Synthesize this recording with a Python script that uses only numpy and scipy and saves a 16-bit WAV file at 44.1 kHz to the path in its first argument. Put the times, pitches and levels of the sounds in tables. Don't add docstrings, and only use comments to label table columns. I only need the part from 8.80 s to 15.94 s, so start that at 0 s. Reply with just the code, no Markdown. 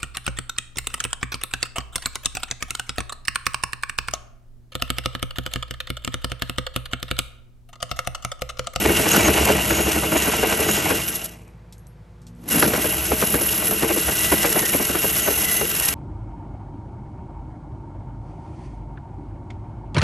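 import sys
import numpy as np
from scipy import signal
from scipy.fft import rfft, irfft
from scipy.io import wavfile

SR = 44100
rng = np.random.default_rng(int(sys.argv[2]) if len(sys.argv) > 2 else 0)


def to_wav(s):
    ch = np.atleast_2d(s).T
    pcm = np.round(np.clip(ch, -1, 1) * 32767)
    wavfile.write(sys.argv[1], SR, pcm.astype(np.int16))


N = 314874
TIME = np.arange(N) / SR
FREQS = np.maximum(np.fft.rfftfreq(N, 1 / SR), 1)


# open_s, close_s, spray_db, whistle_db, steel_db (above spray), rumble_db, slosh_db
BURSTS = [(-.2, 2.426, -36, -33.5, 4.5, -34.5, -29.5), (3.71, 7.6, -32, -27.5, 0.5, -34, -32.5)]
LEAK_S, LEAK_DB = 0.12, -21.5
CRACKED_S, CRACKED_DB, ATTACK_S = 0.03, -8, 0.003
SAG_S, SAG_DB, RELEASE_DB_PER_S = 0.29, -7.5, 115
TONES_FADE = 1.2
# peak_s, gain_db, rise_s, fall_s (decay constant)
SURGES = [(.33, 9.5, 0.26, 0.93), (.47, 1.5, 0.049, 0.018), (1.38, 5, 0.011, 0.34), (1.7, 5, 0.0091, 0.056),
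          (1.89, 5, 0.0038, 0.36), (3.725, 7.5, 0.011, 0.036), (5.45, 3.5, 0.15, 0.29),
          (6.451, 1.5, 0.29, 0.66)]
WHISTLE_FOLLOWS, STEEL_FOLLOWS, RUMBLE_FOLLOWS, SLOSH_FOLLOWS = 0.43, 0.75, 1, 0.62
WHISTLE_WAVER_DB, WHISTLE_WAVER_HZ = 1.3, 7
# centre_s, level_db (before trim in hiss), length_s
SPITS = [(0.291, -17.5, .0018), (0.318, -23, 0.0018), (.367, -21, 0.0025), (0.655, -18.5, 0.0024),
         (2.286, -26.5, 0.0056), (2.359, -23.5, 0.0083), (2.446, -26.5, 0.0037), (2.456, -33, 0.0052),
         (3.69, -27, 0.0027), (3.703, -33, 0.0035), (3.8, -21.5, 0.0044), (3.88, -25, .003),
         (5.435, -23, 0.00067), (5.855, -27, 0.0026), (7, -19.5, 0.0014)]
# (relative, per Hz)
SPRAY_SPECTRUM = [(900, -2.5), (1800, 2), (2800, 0), (3600, 2), (4600, -2.5), (5600, 4.5), (7500, 3.5),
                  (8500, 4.5), (9600, 0.5), (10800, 2.5), (12300, -17), (13300, -3.5), (14200, -1),
                  (15000, -10), (15500, -22.5)]
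# pitch_hz, width_hz, level_db (relative)
NOZZLE_MODES = [(11130, 115, 11), (11690, 130, 9), (12290, 260, 2), (13100, 500, 0)]
# pitch_hz, width_hz, level_db (relative)
STEEL_MODES = [(1355, 12, -11), (1478, 50, -6.5), (1575, 30, -10), (1870, 11, -12), (1972, 20, -7),
               (2195, 36, -10), (2640, 90, -9), (2760, 50, -8), (2792, 28, -3.5), (2860, 90, -9),
               (2935, 28, -11), (3095, 30, -16), (3868, 50, -17), (6228, 16, -17)]
# centre_s,
# length_s, level_db (above spray), pitch_hz, width_hz
SNATCHES = [(0.323, 0.0045, 8, 6600, 110), (0.375, 0.045, -6, 6800, 110), (0.464, 0.012, 5, 6550, 81),
            (0.982, 0.062, 0, 6700, 63), (1.375, 0.054, -3, 6730, 130), (1.931, 0.061, -2, 6750, 110),
            (5.552, 0.14, -1.5, 1972, 27), (5.86, 0.034, -3, 1844, 7.1), (6.425, 0.029, -4, 6830, 98),
            (6.493, 0.062, -1.5, 6310, 33), (6.6, 0.019, -9, 6540, 110), (6.714, 0.092, -0.5, 2003, 25),
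            (6.784, .04, -2.5, 6350, 160), (7.05, 0.038, -3, 1884, 9.1)]

# moment_s (near the loudest point), thud_db, pop_db, crack_db, after_ring_db
GULPS = [(0.059, -14.5, -23.5, -27, -26), (0.098, -18.5, -33, -24.5, -21), (0.202, -25, -27, -29, -25),
         (0.27, -24.0, -26, -22, -35), (0.352, -23.0, -26, -18.5, -25), (0.37, -15.5, -33, -19, -30),
         (0.402, -16, -35, -27, -36), (0.487, -16.5, -26, -19, -23), (0.581, -33, -19, -25, -38),
         (0.695, -20, -25, -23.5, -25), (0.706, -18, -16, -27, -19), (0.913, -22, -38, -18.5, -29.5),
         (0.997, -20.5, -40, -23, -29), (1.076, -25.5, -24.5, -34.0, -35), (1.17, -24, -27.5, -32.5, -40),
         (1.24, -24.5, -30, -32, -25), (1.329, -24, -19.5, -25, -28), (1.366, -20.5, -27.5, -35, -35),
         (1.479, -18.5, -29, -26, -26), (1.637, -18, -22.5, -26, -27), (1.728, -25, -31.0, -25, -29),
         (1.801, -22, -31.0, -34.5, -23), (1.895, -21, -22, -26.0, -38), (1.978, -29, -31, -30.0, -42),
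         (2.112, -17, -27.5, -20.5, -20.5), (3.751, -25.5, -35, -29.5, -39.0), (3.788, -30, -29, -24, -43),
         (3.833, -19, -20, -14.5, -36), (3.859, -27.0, -24, -30, -22), (3.943, -23, -25, -20.5, -33),
         (3.984, -29, -23, -34, -28), (4.051, -20.0, -33, -26, -26), (4.325, -16.5, -25, -25, -24),
         (4.43, -19.5, -21, -24.5, -29), (4.548, -18.5, -34, -22, -25), (4.618, -23, -30, -35, -36),
         (4.917, -26.5, -32, -28, -31), (5.029, -22, -26, -35.0, -33), (5.038, -20.5, -32, -28, -25),
         (5.11, -20.5, -33, -28, -29), (5.171, -23, -28, -35, -32), (5.291, -24, -24.5, -25, -44),
         (5.528, -13.5, -19, -23.0, -29), (5.65, -21, -30, -20.5, -23), (5.765, -19.5, -22.5, -28.5, -39),
         (5.832, -26, -36.5, -33, -46), (5.948, -16.5, -26, -34, -36), (6.007, -21.5, -26, -35.5, -37),
         (6.103, -23, -25, -31, -32), (6.158, -22, -36, -24, -38), (6.249, -22, -26, -36, -44),
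         (6.484, -22, -16.5, -25.5, -24.5), (6.819, -28, -21, -30, -23.5)]
THUD_HZ, POP_HZ, CRACK_HZ = 420, 750, 1400
GULP_LOW_HZ = 200
# pitch_hz, level_db (relative), born_after_s, born_within_s (+-)
BUBBLES = [(1600, -5, -.0055, .003), (1200, -4.5, -.0045, .003), (860, -3.5, -.0035, .0035),
           (620, -2.5, -.003, .0035), (440, -1.5, .0005, .005), (320, -3, .003, .006),
           (215, -14, .003, .008)]
# pitch_hz, level_db (relative to after_ring_db)
AFTER_RING = [(328, -5.5), (440, -1.5)]
# (relative, per Hz)
SPLASH_SPECTRUM = [(200, -22.5), (400, -7.5), (800, 1.5), (1100, -2.5), (1500, 11), (2300, -7),
                   (3500, -3.5), (6000, -9), (10000, -28)]

# (relative, per Hz)
RUMBLE_SPECTRUM = [(20, -36.5), (38, -23), (52, -6.5), (67, 8), (90, -5), (140, -0.5), (200, -2.5),
                   (300, -44.5), (600, -32.5), (2000, -54)]
SLOSH_SPECTRUM = [(25, -43.5), (80, -26), (200, -9), (330, -3), (450, -8), (650, 6), (1100, 0),
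                  (1450, -7.5), (1750, -6), (2400, 1), (3500, -18), (8000, -36)]
# pitch_hz, width_hz, level_db (relative)
HOLE_MODES = [(206.3, 10, 1.5), (324, 25.5, 5), (443.5, 30, 3), (623.6, 19, -1.5)]
WATER_LAG_S, CALM_DB_PER_S, DEEPEN_DB_PER_S = 0.16, 46.5, 1.4
STIR_AFTER_S, STIR_S, STIR_RUMBLE_DB, STIR_SLOSH_DB = 0.003, 0.0097, -16, -11
# centre_s, length_s, level_db, pitch_hz, width_hz
GURGLES = [(0.1, 0.14, -32, 205, 28.5), (2.387, 0.083, -42, 650, 71.4), (3.71, 0.016, -34, 550, 700),
           (3.819, 0.084, -23.5, 225, 91.7)]

# start_s, level_db (nominal), t60_s, low_edge_hz
DROPS = [(2.6787, -37.5, 0.013, 5530), (2.925, -31, 0.088, 2800), (2.981, -31, 0.012, 5500),
         (2.994, -42, .01, 5500), (3.069, -28.5, 0.011, 5500), (3.417, -45, 0.13, 3500),
         (3.468, -35, 0.12, 2814), (3.5506, -44, 0.0094, 5000)]
# pitch_hz, level_db (relative), t60_s
BLADE_MODES = [(4300, -27.5, .075), (8250, -11, 0.058), (9200, -12.5, 0.21), (9200, -25, 0.26),
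               (11300, -6.5, 0.19), (13200, -9, .15)]

# time_s, load (share of normal)
LOAD = [(2.35, 0.99), (2.6, 0.52), (2.85, 0.04), (3.25, 0.038), (3.5, 0.82), (3.7, 1), (4.1, .8)]
ENGINE_HZ, PUMP_HZ, DROOP = 53.8, 176.8, 0.03
# multiple, idle_db, load_gain_db
ENGINE_ORDERS = [(1, -48, -.5), (1.999, -54.5, 5.5), (3.001, -63.5, -4.5), (6.082, -72, -0.5)]
PUMP_ORDERS = [(1, -57.5, 11.5), (1.39, -72.5, 24.5), (2.001, -67.5, 5.5), (2.77, -65, 0.5), (3, -79, 0.5),
               (4, -80, 1.5), (5, -74, 4.5), (5.52, -79, 5)]
# (relative, per Hz)
AIR_SPECTRUM = [(20, -30), (40, -17), (70, -6), (130, -0.5), (190, -8.5), (260, -22.5), (450, -19.5),
                (750, -22.5), (1500, -27.5), (3000, -37), (6000, -43.5), (9000, -47), (15000, -55)]

# pitch_hz, likeness (1 is identical)
LIKENESS = [(60, .999), (130, .985), (290, .94), (600, .76), (1300, .52), (1700, .72), (2200, .97),
            (3600, .92), (6000, .99), (9500, .94), (12000, .97), (15000, .8)]
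# pitch_hz, left_minus_right_db
BALANCE = [(100, 0), (200, 1), (400, 1), (700, -.5), (1300, 2.5), (2200, 0)]
# pitch_hz, left_lead_rad
PORT_PHASE = [(100, 0), (1400, -.8), (2200, 0), (3100, .6), (5500, .05), (8850, 0), (9200, -1.5),
              (10250, -3.14), (11900, -6.2), (12300, -6.4), (13500, -9.3), (14400, -9.5), (15000, -12.5)]
CUTOFF_HZ = 15250
CEILING = 0.92


def jet(flutter_db=0.2, flutter_hz=55, surge_db=2.17, surge_hz=54):
    spray, whistle, bar = 0, 0, 0
    for gate, (_, _, spray_db, whistle_db, steel_db, _, _) in zip(valve(), BURSTS):
        tone_gate = gate ** TONES_FADE
        spray = spray + gate * from_db(spray_db)
        whistle = whistle + tone_gate * from_db(whistle_db)
        bar = bar + tone_gate * from_db(spray_db + steel_db)
    push_db = surges(TIME)
    spray = spray * from_db(push_db)
    waver_db = WHISTLE_WAVER_DB * drift(WHISTLE_WAVER_HZ)
    whistle = whistle * from_db(WHISTLE_FOLLOWS * push_db + waver_db)
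    bar = bar * from_db(STEEL_FOLLOWS * push_db)

    flutter = spatter() * from_db(flutter_db * drift(flutter_hz) + surge_db * drift(surge_hz))
    spits = sum(from_db(db) * swell(s, length) for s, db, length in SPITS)
    hiss_gain = from_db(2.5) * spray + from_db(-3.5) * spits
    hiss = hiss_gain * coloured(flutter * grains(18000, 1.1), SPRAY_SPECTRUM)
    steadier = np.sqrt(flutter)
    flow = steadier * rng.standard_normal((2, N))
    nozzle = (from_db(3.0) * whistle + spits) * resonate(flow, NOZZLE_MODES)
    ring = bar * steel(steadier * grains(4000, 1.2))
    return hiss + nozzle + ring + spray * tip()


def valve():
    steps_s = [-CRACKED_S - LEAK_S, -CRACKED_S - ATTACK_S, -CRACKED_S, -ATTACK_S, 0]
    steps_db = [2 * LEAK_DB, LEAK_DB, CRACKED_DB, CRACKED_DB, 0]
    for opens, closes, *_ in BURSTS:
        start_db = np.interp(TIME - opens, steps_s, steps_db, left=-np.inf)
        sag_db = SAG_DB * np.clip((TIME - closes) / SAG_S + 1, 0, 1)
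        release_db = RELEASE_DB_PER_S * np.maximum(TIME - closes, 0)
        yield from_db(start_db + sag_db - release_db)


def surges(at):
    push_db = 0
    for s, db, rise, fall in SURGES:
        relaxing = np.exp(-np.abs(at - s) / fall)
        push_db = push_db + db * np.where(at < s, swell(s, rise, at), relaxing)
    return push_db


def spatter(per_s=140, decay_s=0.0027, size=0.42):
    slugs = (rng.random(N) < per_s / SR) * np.minimum(rng.exponential(1, N), 2)
    lift = signal.lfilter([1], [1, -np.exp(-1 / (decay_s * SR))], slugs)
    return rms_one(1 + size * lift)


def steel(strikes, waver_db=1.4, waver_hz=9, bend=0.002, bend_hz=9):
    out = 0
    for hz, width, db in STEEL_MODES:
        r = np.exp(-np.pi * width / SR)
        poles = [1, -2 * r * np.cos(2 * np.pi * hz / SR), r * r]
        ring = signal.lfilter([1, 0, -1], poles, strikes)
        out = out + from_db(db + waver_db * drift(waver_hz)) * rms_one(ring)
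    bent = TIME + bend / (2 * np.pi * bend_hz) * drift(bend_hz)
    return rms_one(spread(np.array([np.interp(bent, TIME, side) for side in out])))


def tip():
    out = np.zeros(N)
    for s, length, db, hz, width in SNATCHES:
        near = np.abs(TIME - s) < 4 * length
        t = TIME[near]
        wander = drift(width)[near] + 1j * drift(width)[near]
        tone = np.real(wander * np.exp(2j * np.pi * hz * t))
        out[near] += from_db(db) * swell(s, length, t) * tone
    return out


def gulps(count=3, scatter=0.13, cycles=7.5, uneven_db=3.0, jitter=0.35):
    out = np.zeros((2, N + SR))
    t = np.arange(SR // 10) / SR - 0.035
    for s, thud_db, pop_db, crack_db, _ in GULPS:
        start = max(round((s + t[0]) * SR), 0)
        levels = [(THUD_HZ, thud_db), (POP_HZ, pop_db), (CRACK_HZ, crack_db)]
        for hz, db, after, within in BUBBLES:
            chance = rng.standard_normal((4, 2, count, 1))
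            order = np.linspace(-1, 1, count)[:, None]
            born = after + within * (order + jitter * chance[0])
            turns = np.maximum(t - born, 0) * hz * np.exp(scatter * chance[1])
            size = np.sign(chance[2]) * from_db(uneven_db * chance[3])
            decay = np.exp(-turns * np.log(1000) / cycles)
            cloud = np.sum(size * np.sin(2 * np.pi * turns) * decay, axis=1)
            cloud /= np.sqrt(np.sum(cloud ** 2, axis=1, keepdims=True) / (0.011 * SR))
            out[:, start:start + len(t)] += from_db(db + at_hz(levels, hz)) * cloud
    high_pass = signal.butter(2, GULP_LOW_HZ, "high", fs=SR, output="sos")
    return spread(signal.sosfilt(high_pass, out[:, :N]))


def after_rings(peak_s=0.02, scatter=0.035, rough=0.54, rough_hz=70):
    out = np.zeros((2, N + SR))
    age = np.arange(SR // 8) / SR
    shape = (age / peak_s * np.exp(1 - age / peak_s)) ** 2
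    ragged = np.pad(1 + rough * drift(rough_hz), (0, SR))
    for s, *_, ring_db in GULPS:
        start = round(s * SR)
        span = slice(start, start + len(age))
        for hz, db in AFTER_RING:
            turns = hz * np.exp(scatter * rng.standard_normal()) * age + rng.random((2, 1))
            out[:, span] += from_db(ring_db + db) * shape * ragged[span] * np.sin(2 * np.pi * turns)
    return spread(out[:, :N])


def splashes(lead_s=0.003, width_s=0.004, splash_db=-2, spatter_s=0.02, spatter_db=-7):
    coarse = TIME[::20]
    gain = 0
    for s, _, _, crack_db, _ in GULPS:
        tear = swell(s - lead_s, width_s, coarse)
        patter = from_db(spatter_db) * swell(s + spatter_s / 2, spatter_s / 2, coarse)
        gain = gain + from_db(crack_db + splash_db) * np.maximum(tear, patter)
    return np.interp(TIME, coarse, gain) * coloured(grains(2500, 3.0), SPLASH_SPECTRUM)


def churn(lump_db=3.0, lump_hz=22):
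    rumble, slosh = agitation()
    collapses = grains(2500, 0.5) * from_db(lump_db * drift(lump_hz))
    deep = from_db(-0.5) * rumble * coloured(grains(5000, 1.0), RUMBLE_SPECTRUM)
    wash = from_db(-1.0) * coloured(collapses, SLOSH_SPECTRUM)
    hollow = resonate(grains(2500, 3.74), HOLE_MODES)
    return deep + slosh * (wash + hollow)


def agitation():
    levels = 0
    for opens, closes, *_, rumble_db, slosh_db in BURSTS:
        age = TIME - opens
        deepening_db = DEEPEN_DB_PER_S * np.maximum(age, 0)
        calming_db = CALM_DB_PER_S * np.maximum(TIME - closes + SAG_S, 0)
        onset = np.clip((age + CRACKED_S) / WATER_LAG_S, 0, 1)
        levels = levels + onset * from_db([[rumble_db], [slosh_db]] - deepening_db - calming_db)
    push_db = surges(TIME - WATER_LAG_S) * [[RUMBLE_FOLLOWS], [SLOSH_FOLLOWS]]
    coarse = TIME[::20]
    stir = 0
    for s, thud_db, *_ in GULPS:
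        stir = stir + from_db(thud_db) * swell(s + STIR_AFTER_S, STIR_S, coarse)
    stir = np.interp(TIME, coarse, stir)
    return levels * from_db(push_db) + stir * from_db([[STIR_RUMBLE_DB], [STIR_SLOSH_DB]])


def gurgles():
    out = 0
    for s, length, db, hz, width in GURGLES:
        out = out + from_db(db) * swell(s, length) * resonate(grains(1500, 0.73), [(hz, width, 0)])
    return out


def drops(high_hz=9500, ring_db=-21, body_db=-20, body_low_hz=700):
    out = np.zeros((2, N))
    age = np.arange(SR // 2) / SR
    for s, db, t60, low_hz in DROPS:
        tail = 0.35 * from_db(-60 * age / t60)
        tick = 0.42 * np.exp(-age / 0.00056)
        noise = (tail + tick) * rng.standard_normal(len(age))
        splat = band(noise, low_hz, high_hz) + from_db(body_db) * band(noise, body_low_hz, low_hz)
        ring = 0
        for hz, mode_db, life in BLADE_MODES:
            ring = ring + from_db(ring_db + mode_db - 60 * age / life) * np.sin(2 * np.pi * hz * age)
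        start = round(s * SR)
        out[:, start:start + len(age)] += from_db(db) * (splat + ring)
    return out


def machines(wobble=0.0015, wobble_hz=3.0, uneven_db=1.5, uneven_hz=3.9):
    load = np.interp(TIME, *np.transpose(LOAD))
    out = from_db(-49.0) * coloured(rng.standard_normal((2, N)), AIR_SPECTRUM)
    for hz, droop, orders in ((ENGINE_HZ, 0, ENGINE_ORDERS), (PUMP_HZ, DROOP, PUMP_ORDERS)):
        speed_hz = hz * (1 - droop * load ** 2 + wobble * drift(wobble_hz))
        phase = 2 * np.pi * np.cumsum(speed_hz) / SR
        for k, idle_db, load_db in orders:
            waver_db = uneven_db * min(k / 3, 1) * drift(uneven_hz)
            tone = np.sqrt(2) * np.sin(k * phase + rng.uniform(0, 2 * np.pi))
            out = out + from_db(idle_db + load_db * load + waver_db) * tone
    return out


def from_db(db):
    return 10 ** (np.asarray(db) / 20)


def rms_one(x):
    return x / np.sqrt(np.mean(x ** 2) + 1e-20)


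def at_hz(points, hz):
    f, value = np.transpose(points)
    return np.interp(np.log(hz), np.log(f), value)


def swell(s, width_s, at=TIME):
    return np.exp(-0.5 * np.minimum(((at - s) / width_s) ** 2, 60))


def drift(rate_hz):
    r = np.exp(-40 * np.pi * rate_hz / SR)
    noise = rng.standard_normal(N // 20 + 4002)
    slow = signal.lfilter([1], [1, -2 * r, r * r], noise)[4000:]
    return np.interp(np.arange(N) / 20, np.arange(len(slow)), rms_one(slow))


def grains(per_s, spread_db):
    born = rng.random((2, N)) < per_s / SR
    size = rng.standard_normal((2, N))
    boost_db = spread_db * np.minimum(rng.exponential(1, (2, N)), 4)
    return rms_one(born * size * from_db(boost_db))


def band(x, low_hz, high_hz):
    return signal.sosfilt(signal.butter(2, [low_hz, high_hz], "band", fs=SR, output="sos"), x)


def spread(pair, gain=1):
    alike = np.clip(at_hz(LIKENESS, FREQS), 0, 1)
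    mid, side = rfft(pair) * gain
    mid = np.sqrt((1 + alike) / 2) * mid
    side = np.sqrt((1 - alike) / 2) * side
    return irfft(mid + side * [[1], [-1]], N)


def coloured(pair, spectrum):
    return rms_one(spread(pair, from_db(at_hz(spectrum, FREQS))))


def resonate(pair, modes):
    gain = 0
    for k, (hz, width, db) in enumerate(modes):
        peak = (-1) ** k * from_db(db) / np.sqrt(width)
        gain = gain + peak / (1 + 1j * (FREQS ** 2 - hz ** 2) / (FREQS * width))
    return rms_one(spread(pair, gain))


def scene():
    near = jet() + churn() + gulps() + after_rings() + splashes() + gurgles() + drops()
    work = rfft(near)
    lead = np.interp(FREQS, *np.transpose(PORT_PHASE))
    work[1] *= np.exp(-1j * lead)
    balance = from_db(at_hz(BALANCE, FREQS) * [[0.5], [-0.5]])
    return irfft(work * balance, N) + machines()


def record(dry):
    rounded = dry / (1 + (dry / CEILING) ** 6) ** (1 / 6)
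    low_pass = signal.ellip(10, 0.1, 80, CUTOFF_HZ, fs=SR, output="sos")
    return signal.sosfilt(low_pass, rounded)


dry = scene()
out = record(dry)
to_wav(out)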